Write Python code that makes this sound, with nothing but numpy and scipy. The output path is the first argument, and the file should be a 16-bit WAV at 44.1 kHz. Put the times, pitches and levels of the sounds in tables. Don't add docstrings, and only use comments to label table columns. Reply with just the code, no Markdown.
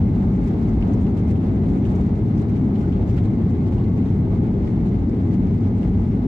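import sys
import numpy as np
from scipy import signal
from scipy.fft import rfft, irfft, next_fast_len
from scipy.io import wavfile
from scipy.ndimage import uniform_filter1d

SR = 44100
rng = np.random.default_rng(int(sys.argv[2]) if len(sys.argv) > 2 else 0)


def store_wav(level_fs):
    pcm = np.round(np.clip(np.atleast_2d(level_fs), -1, 1) * 32767)
    wavfile.write(sys.argv[1], SR, pcm.T.astype(np.int16))


N = 276507
TIME = np.arange(N) / SR
BINS = np.maximum(np.arange(N // 2 + 1) * SR / N, 1)
CUTOFF_HZ = 15700

# f/Hz, width/Hz, lift/dB
CABIN_MODES = [(53, 33, 6.5), (91.8, 2.1, 4), (104.6, 19, 7.5), (186, 31, 2), (223, 12, 3), (328, 90, 3),
               (401.4, 24, 6), (536, 4.4, 2.5), (860, 50, 3.3), (1274, 91, 5.5)]
# f/Hz, left-right correlation
STEREO_CORRELATION = [(41, 0.99), (101, 1), (161, 0.97), (231, 1), (321, 0.93), (441, 0.97), (521, 0.19),
                      (621, 0.66), (741, 0.75), (901, 0.36), (1051, 0.32), (1281, -0.51), (1551, -0.33),
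                      (2301, 0.071)]
# f/Hz, left over right/dB
STEREO_BALANCE = [(61, 0), (121, 1.06), (201, 1), (401, 3.5), (521, 4), (681, -2), (951, 1.5), (1401, 0.5),
                  (2051, 0), (2801, 2.5), (4001, -0.6), (6501, -4), (9301, 8.5), (11501, 2)]

# t/s, level/dB
COMPRESSOR_RIDE = [(2.9, -72), (3.3, -63.5), (3.8, -58.5), (4.4, -61), (5.0, -69.5), (6.27, -67.5)]
# f/Hz, relative level/dB
ROAR_EQ = [(310, -13), (485, 2), (605, -0.5), (805, -1.5), (935, -7.5), (1110, -11), (1410, -17),
           (1910, -29)]
HISS_EQ = [(710, -15), (1510, 5), (2310, -1.5), (2810, -5.5), (3810, -7.5), (5010, -14.5), (7010, -19.5),
           (9310, -28), (10610, -33.5), (13010, -33.5), (15700, -38)]
# peak t/s, lift/dB, half-length/s
RUNWAY_BUMPS = [(0.496, 1, 0.054), (.885, 4, 0.071), (1.445, 2.5, .045), (1.927, 3, 0.12),
                (2.408, 3, 0.035), (3.0, 2, 0.079), (3.418, 3.5, .012), (5.84, 2, 0.042)]

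# f/Hz, relative level/dB
RUB_EQ = [(910, -2), (2010, 6.5), (3510, -2), (5010, -5.5), (7010, -6.5), (9310, -14), (10610, -22.5),
          (13010, -19.5), (15700, -25.5)]
TICK_EQ = [(710, -13.5), (1510, 4.5), (2910, -1), (4210, -8.5), (5510, -13.5), (7510, -21.5),
           (11010, -30.5)]
# peak t/s, level/dB, half-length/s
RUB_CUES = [(.35, -58, .022), (0.435, -55.5, 0.02), (0.476, -51.5, 0.011), (0.63, -56, 0.011),
            (0.692, -54, 0.011), (0.873, -59, 0.02), (.942, -56.5, 0.019), (1.026, -53.5, 0.017),
            (1.181, -51, 0.009), (1.29, -51.5, .012), (1.309, -52, .011), (1.69, -59, 0.018),
            (1.763, -56.5, .025), (1.88, -54, 0.031), (1.961, -54, 0.011), (2.002, -54.5, 0.013),
            (2.072, -56, 0.013), (2.16, -59.5, .014), (2.26, -60, .012), (2.394, -51.5, 0.014),
            (2.419, -53, 0.011), (2.495, -54, 0.0086), (2.57, -54, 0.011), (2.617, -60, 0.011),
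            (2.816, -55.5, 0.031), (2.878, -58, .014), (3.1, -53, 0.021), (3.166, -54.5, .025),
            (3.255, -55, .016), (3.504, -55, 0.012), (3.677, -55, 0.014), (3.75, -58, 0.017),
            (3.972, -58, .012), (4.085, -62.5, .014), (4.153, -59, 0.015), (4.43, -61, .012),
            (4.676, -58, 0.04), (4.87, -54, 0.016), (5.34, -54, 0.014), (5.545, -61.5, 0.015),
            (5.785, -57, 0.011), (5.836, -60, 0.038)]
# t/s, level/dB
RUB_BED_RIDE = [(0, -63), (1.9, -63), (3.0, -64.5), (4.3, -64.5), (6.27, -63)]
# f/Hz, width/Hz, lift/dB
PANEL_MODES = [(1480, 180, 3), (2460, 200, 3), (2920, 450, 5), (3240, 120, 3), (4300, 300, 3)]
# t/s, relative level/dB, t60/s, mode f/Hz, mode over dull knock/dB
TICK_CUES = [(0.824, -46, 0.034, 2850, 8), (1.066, -48.5, 0.031, 2700, 4), (1.357, -45, .025, 2880, -1),
             (1.376, -60, .012, 9500, 1), (1.851, -50, .055, 2700, 2), (2.756, -46.5, 0.09, 3180, -6),
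             (2.921, -49, 0.23, 3400, -7), (3.177, -41.5, 0.071, 2090, -4), (3.184, -50, .04, 4100, 0),
             (3.782, -51, 0.038, 2700, 4), (3.838, -53, .05, 4240, -2), (4.674, -45, 0.038, 1930, 4),
             (5.83, -49.5, 0.072, 2600, -4)]
# peak t/s, half-length/s, f/Hz, width/Hz, level/dB
SQUEAK_CUES = [(.937, 0.0037, 6300, 1400, -58), (2.843, 0.012, 1470, 45.2, -49)]

# f/Hz, relative level/dB
AIRFRAME_EQ = [(16, -29), (26, -17), (39, -11.5), (51, -4), (64, -4.5), (76, -15.5)]
WHEEL_EQ = [(58, -21), (72, -7.5), (86, -1), (113, -5.5), (123, -4), (145, -11), (190, -32)]
WALL_EQ = [(92, -28), (131, -5), (161, -3.5), (186, -0.44), (226, -3), (266, -5.5), (300, -14), (350, -30)]
ENGINE_EQ = [(230, -21), (275, -5), (310, 0.5), (371, -3.5), (441, -7.5), (492, -14.5)]
# t/s, relative level/dB
AIRFRAME_RIDE = [(0.0, -32.5), (0.12, -28.5), (0.48, -24), (0.6, -30), (0.8, -20.5), (0.92, -31.5),
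                 (1.04, -26), (1.28, -34.5), (1.68, -26.5), (1.92, -27.5), (2.52, -31.5), (2.64, -33),
                 (2.96, -25), (3.2, -28), (3.32, -33.5), (3.68, -34), (3.8, -27.5), (4.0, -31.5),
                 (5.0, -27), (5.28, -34.5), (5.48, -23.5), (5.6, -36), (6.0, -22), (6.26, -32)]
WHEEL_RIDE = [(0.0, -17.5), (0.2, -24.5), (0.28, -19.5), (0.36, -26.5), (1.04, -21), (1.12, -24.5),
              (1.32, -18.5), (1.44, -25.5), (1.52, -21.0), (1.76, -24.5), (1.84, -21.5), (2.6, -23),
              (2.76, -27), (2.84, -24), (2.92, -24.5), (3.04, -19.5), (3.28, -19), (3.36, -27.5),
              (3.4, -21.0), (3.88, -21.0), (3.92, -22), (4.04, -25), (4.12, -19.5), (4.28, -22), (4.4, -21),
              (4.48, -25), (4.76, -22), (4.84, -27), (4.92, -21), (5.16, -25.5), (5.24, -19), (5.36, -25),
              (5.52, -21), (5.6, -23.5), (5.68, -17.5), (5.84, -26), (5.96, -18.5), (6.26, -31.5)]
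WALL_RIDE = [(0.0, -19.5), (0.44, -20.0), (0.48, -22), (0.64, -19.5), (0.8, -22.0), (0.96, -19),
             (1.2, -22.0), (1.76, -19), (1.88, -23), (2.08, -20), (2.16, -23.0), (2.36, -20.5), (2.44, -22),
             (2.64, -18.5), (2.84, -22.5), (2.88, -21), (3.08, -23.5), (3.36, -20.5), (3.52, -21),
             (3.84, -23.0), (3.96, -18.5), (4.12, -22.5), (4.2, -20.5), (4.32, -22), (4.44, -19.5),
             (4.6, -24.0), (4.84, -19), (5.0, -23.5), (5.12, -20.5), (5.24, -21.5), (5.4, -17.5),
             (5.48, -21), (6.0, -22), (6.26, -20.5)]
ENGINE_RIDE = [(0, -33), (.56, -30.5), (1.2, -32.5), (1.5, -31), (1.9, -31), (2.1, -33), (2.4, -31.5),
               (3.5, -32), (4.2, -32), (4.52, -30), (4.97, -33), (5.21, -30), (5.4, -33), (6.27, -33)]


def from_db(db):
    return 10 ** (np.asarray(db) / 20)


def unit_rms(x):
    return x / np.sqrt(np.mean(x ** 2) + 1e-20)


def over_time(ride):
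    return np.interp(TIME, *np.transpose(ride))


def over_hz(points):
    hz, value = np.transpose(points)
    return np.interp(np.log(BINS), np.log(hz), value)


def colour(eq):
    inside = np.clip(BINS, eq[0][0], eq[-1][0])
    return from_db(over_hz(eq) - 24 * np.abs(np.log2(BINS / inside)))


def bell(hz, width_hz):
    return 1 / (1 + (2 * (BINS - hz) / width_hz) ** 2)


def resonances(modes):
    return from_db(sum(db * bell(hz, width) for hz, width, db in modes))


def panned(db):
    return from_db(np.array([[.5], [-.5]]) * db)


def noise():
    return rng.standard_normal((2, N))


def drift(rate_hz):
    steps = N // 40
    hz = BINS[:steps // 2 + 1]
    slow = irfft(rfft(rng.standard_normal(steps)) / (1 + (hz / rate_hz) ** 2), steps)
    return np.interp(TIME, np.linspace(0, N / SR, steps), unit_rms(slow))


def steadied(x, window_s, share):
    power = uniform_filter1d(np.mean(x ** 2, axis=0), int(window_s * SR))
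    power = uniform_filter1d(power, int(window_s * SR / 2))
    return np.std(x) * unit_rms(x * (power + 1e-12) ** (-share / 2))


def in_cabin(force, tone, correlation=0):
    mid, side = rfft(force)
    correlation = np.clip(correlation, -.9999, .9999)
    pair = np.sqrt(1 + correlation) * mid + np.sqrt(1 - correlation) * side * [[1], [-1]]
    return unit_rms(irfft(pair * tone * resonances(CABIN_MODES) * panned(over_hz(STEREO_BALANCE)), N))


def turbulence(tone):
    return in_cabin(noise(), tone, over_hz(STEREO_CORRELATION))


def wavering(x, wander, waver_db, rate_hz):
    clock = TIME + np.cumsum(wander * drift(rate_hz)) / SR
    bent = np.array([np.interp(clock % TIME[-1], TIME, side) for side in x])
    return from_db(waver_db * drift(rate_hz)) * bent


def blade_whine(turbine_db, correlation):
    turbine = in_cabin(noise(), bell(hz=2102, width_hz=270), correlation)
    compressor = in_cabin(noise(), bell(hz=1112, width_hz=12), correlation)
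    compressor = steadied(compressor, window_s=.065, share=.74)
    turbine = wavering(turbine, wander=.014, waver_db=1.3, rate_hz=9)
    compressor = wavering(compressor, wander=.008, waver_db=1.7, rate_hz=7)
    return from_db(turbine_db) * turbine + from_db(over_time(COMPRESSOR_RIDE)) * compressor


def airflow(roar_db, hiss_db, surge_db, flutter_db):
    bumps_db = sum(db * np.exp(-((TIME - s) / half) ** 2) for s, db, half in RUNWAY_BUMPS)
    swell_db = bumps_db + surge_db * drift(16)
    roar_ease_db, hiss_ease_db = .3 * TIME, .12 * TIME
    roar = from_db(roar_db - roar_ease_db + swell_db) * turbulence(colour(ROAR_EQ))
    hiss_gain = from_db(hiss_db - hiss_ease_db + .65 * swell_db + flutter_db * drift(22))
    return roar + hiss_gain * turbulence(colour(HISS_EQ))


def wandering_contact(x, depth_db, rate_hz):
    size = next_fast_len(N, True)
    spectrum = rfft(x, size)
    band = np.round(16 * np.sqrt(np.linspace(0, SR / 2, size // 2 + 1) / CUTOFF_HZ))
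    groups = (irfft(spectrum * (band == k), size)[:, :N] for k in range(4, 17))
    return unit_rms(sum(from_db(depth_db * drift(rate_hz)) * modes for modes in groups))


def trim_rubs(grain_db, judder_db, pan_db):
    slips = noise() * from_db(grain_db * drift(300))
    moments = TIME[::40]
    rub_power = sum(from_db(2 * db) * np.exp(-((moments - s) / half) ** 2) for s, db, half in RUB_CUES)
    judder = 2 * np.tanh(drift(19) / 2)
    bed = from_db(over_time(RUB_BED_RIDE) + judder_db * judder)
    envelope = np.sqrt(np.interp(TIME, moments, rub_power) + bed ** 2)
    friction = wandering_contact(in_cabin(slips, colour(RUB_EQ)), depth_db=1.9, rate_hz=40)
    return envelope * friction * panned(pan_db)


def trim_ticks(gain_db, attack_s, mode_q, chatter_per_s, chatter_db, chatter_t60_s, pan_db):
    taps = (rng.random(N) < chatter_per_s / SR) * from_db(chatter_db) * rng.random(N)
    decay = from_db(-60 / (chatter_t60_s * SR))
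    chatter = signal.lfilter([1], [1, -decay], taps + 1e-18)
    body = in_cabin(noise(), colour(TICK_EQ) * resonances(PANEL_MODES))
    contact = noise()
    out = chatter * body
    for s, db, t60, hz, mode_db in TICK_CUES:
        sounding = (TIME >= s) & (TIME < s + t60)
        age = TIME[sounding] - s
        peak = signal.iirpeak(hz, mode_q, fs=SR)
        mode = unit_rms(signal.lfilter(*peak, signal.lfilter(*peak, contact[:, sounding])))
        envelope = from_db(db - 60 * age / t60) * (1 - np.exp(-age / attack_s))
        out[:, sounding] += envelope * (body[:, sounding] + from_db(mode_db) * mode)
    return from_db(gain_db) * out * panned(pan_db)


def trim_squeaks(pan_db):
    out = np.zeros((2, N))
    for s, half, hz, width, db in SQUEAK_CUES:
        tone = steadied(turbulence(bell(hz, width)), window_s=.02, share=1)
        out += from_db(db) * np.exp(-((TIME - s) / half) ** 2 / 2) * tone
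    return out * panned(pan_db)


def throb(eq, ride, gain_db, window_s, share):
    return from_db(over_time(ride) + gain_db) * steadied(turbulence(colour(eq)), window_s, share)


def rumble():
    shudder = throb(AIRFRAME_EQ, AIRFRAME_RIDE, gain_db=-.5, window_s=.15, share=.75)
    boom = throb(WHEEL_EQ, WHEEL_RIDE, gain_db=.05, window_s=.065, share=.9)
    drone = throb(WALL_EQ, WALL_RIDE, gain_db=.18, window_s=.09, share=.58)
    growl = throb(ENGINE_EQ, ENGINE_RIDE, gain_db=1, window_s=.17, share=.78)
    return steadied(shudder + boom + drone + growl, window_s=.01, share=.23)


def scene():
    shaking = rumble()
    air = airflow(roar_db=-39.5, hiss_db=-54, surge_db=1.04, flutter_db=1.1)
    whine = blade_whine(turbine_db=-61, correlation=.4)
    rubs = trim_rubs(grain_db=2.5, judder_db=2.5, pan_db=-1.5)
    ticks = trim_ticks(gain_db=-1.5, attack_s=.0002, mode_q=3.7,
                       chatter_per_s=16, chatter_db=-51.5, chatter_t60_s=.035, pan_db=-1)
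    return whine + air + rubs + ticks + trim_squeaks(pan_db=-3) + shaking


def record(dry):
    high_cut = signal.ellip(10, .1, 80, CUTOFF_HZ, fs=SR, output="sos")
    from_edge_s = np.minimum(TIME, TIME[-1] - TIME)
    fade = np.sin(np.pi / 2 * np.clip(from_edge_s / .003, 0, 1)) ** 2
    return fade * signal.sosfilt(high_cut, dry)


dry = scene()
out = record(dry)
store_wav(out)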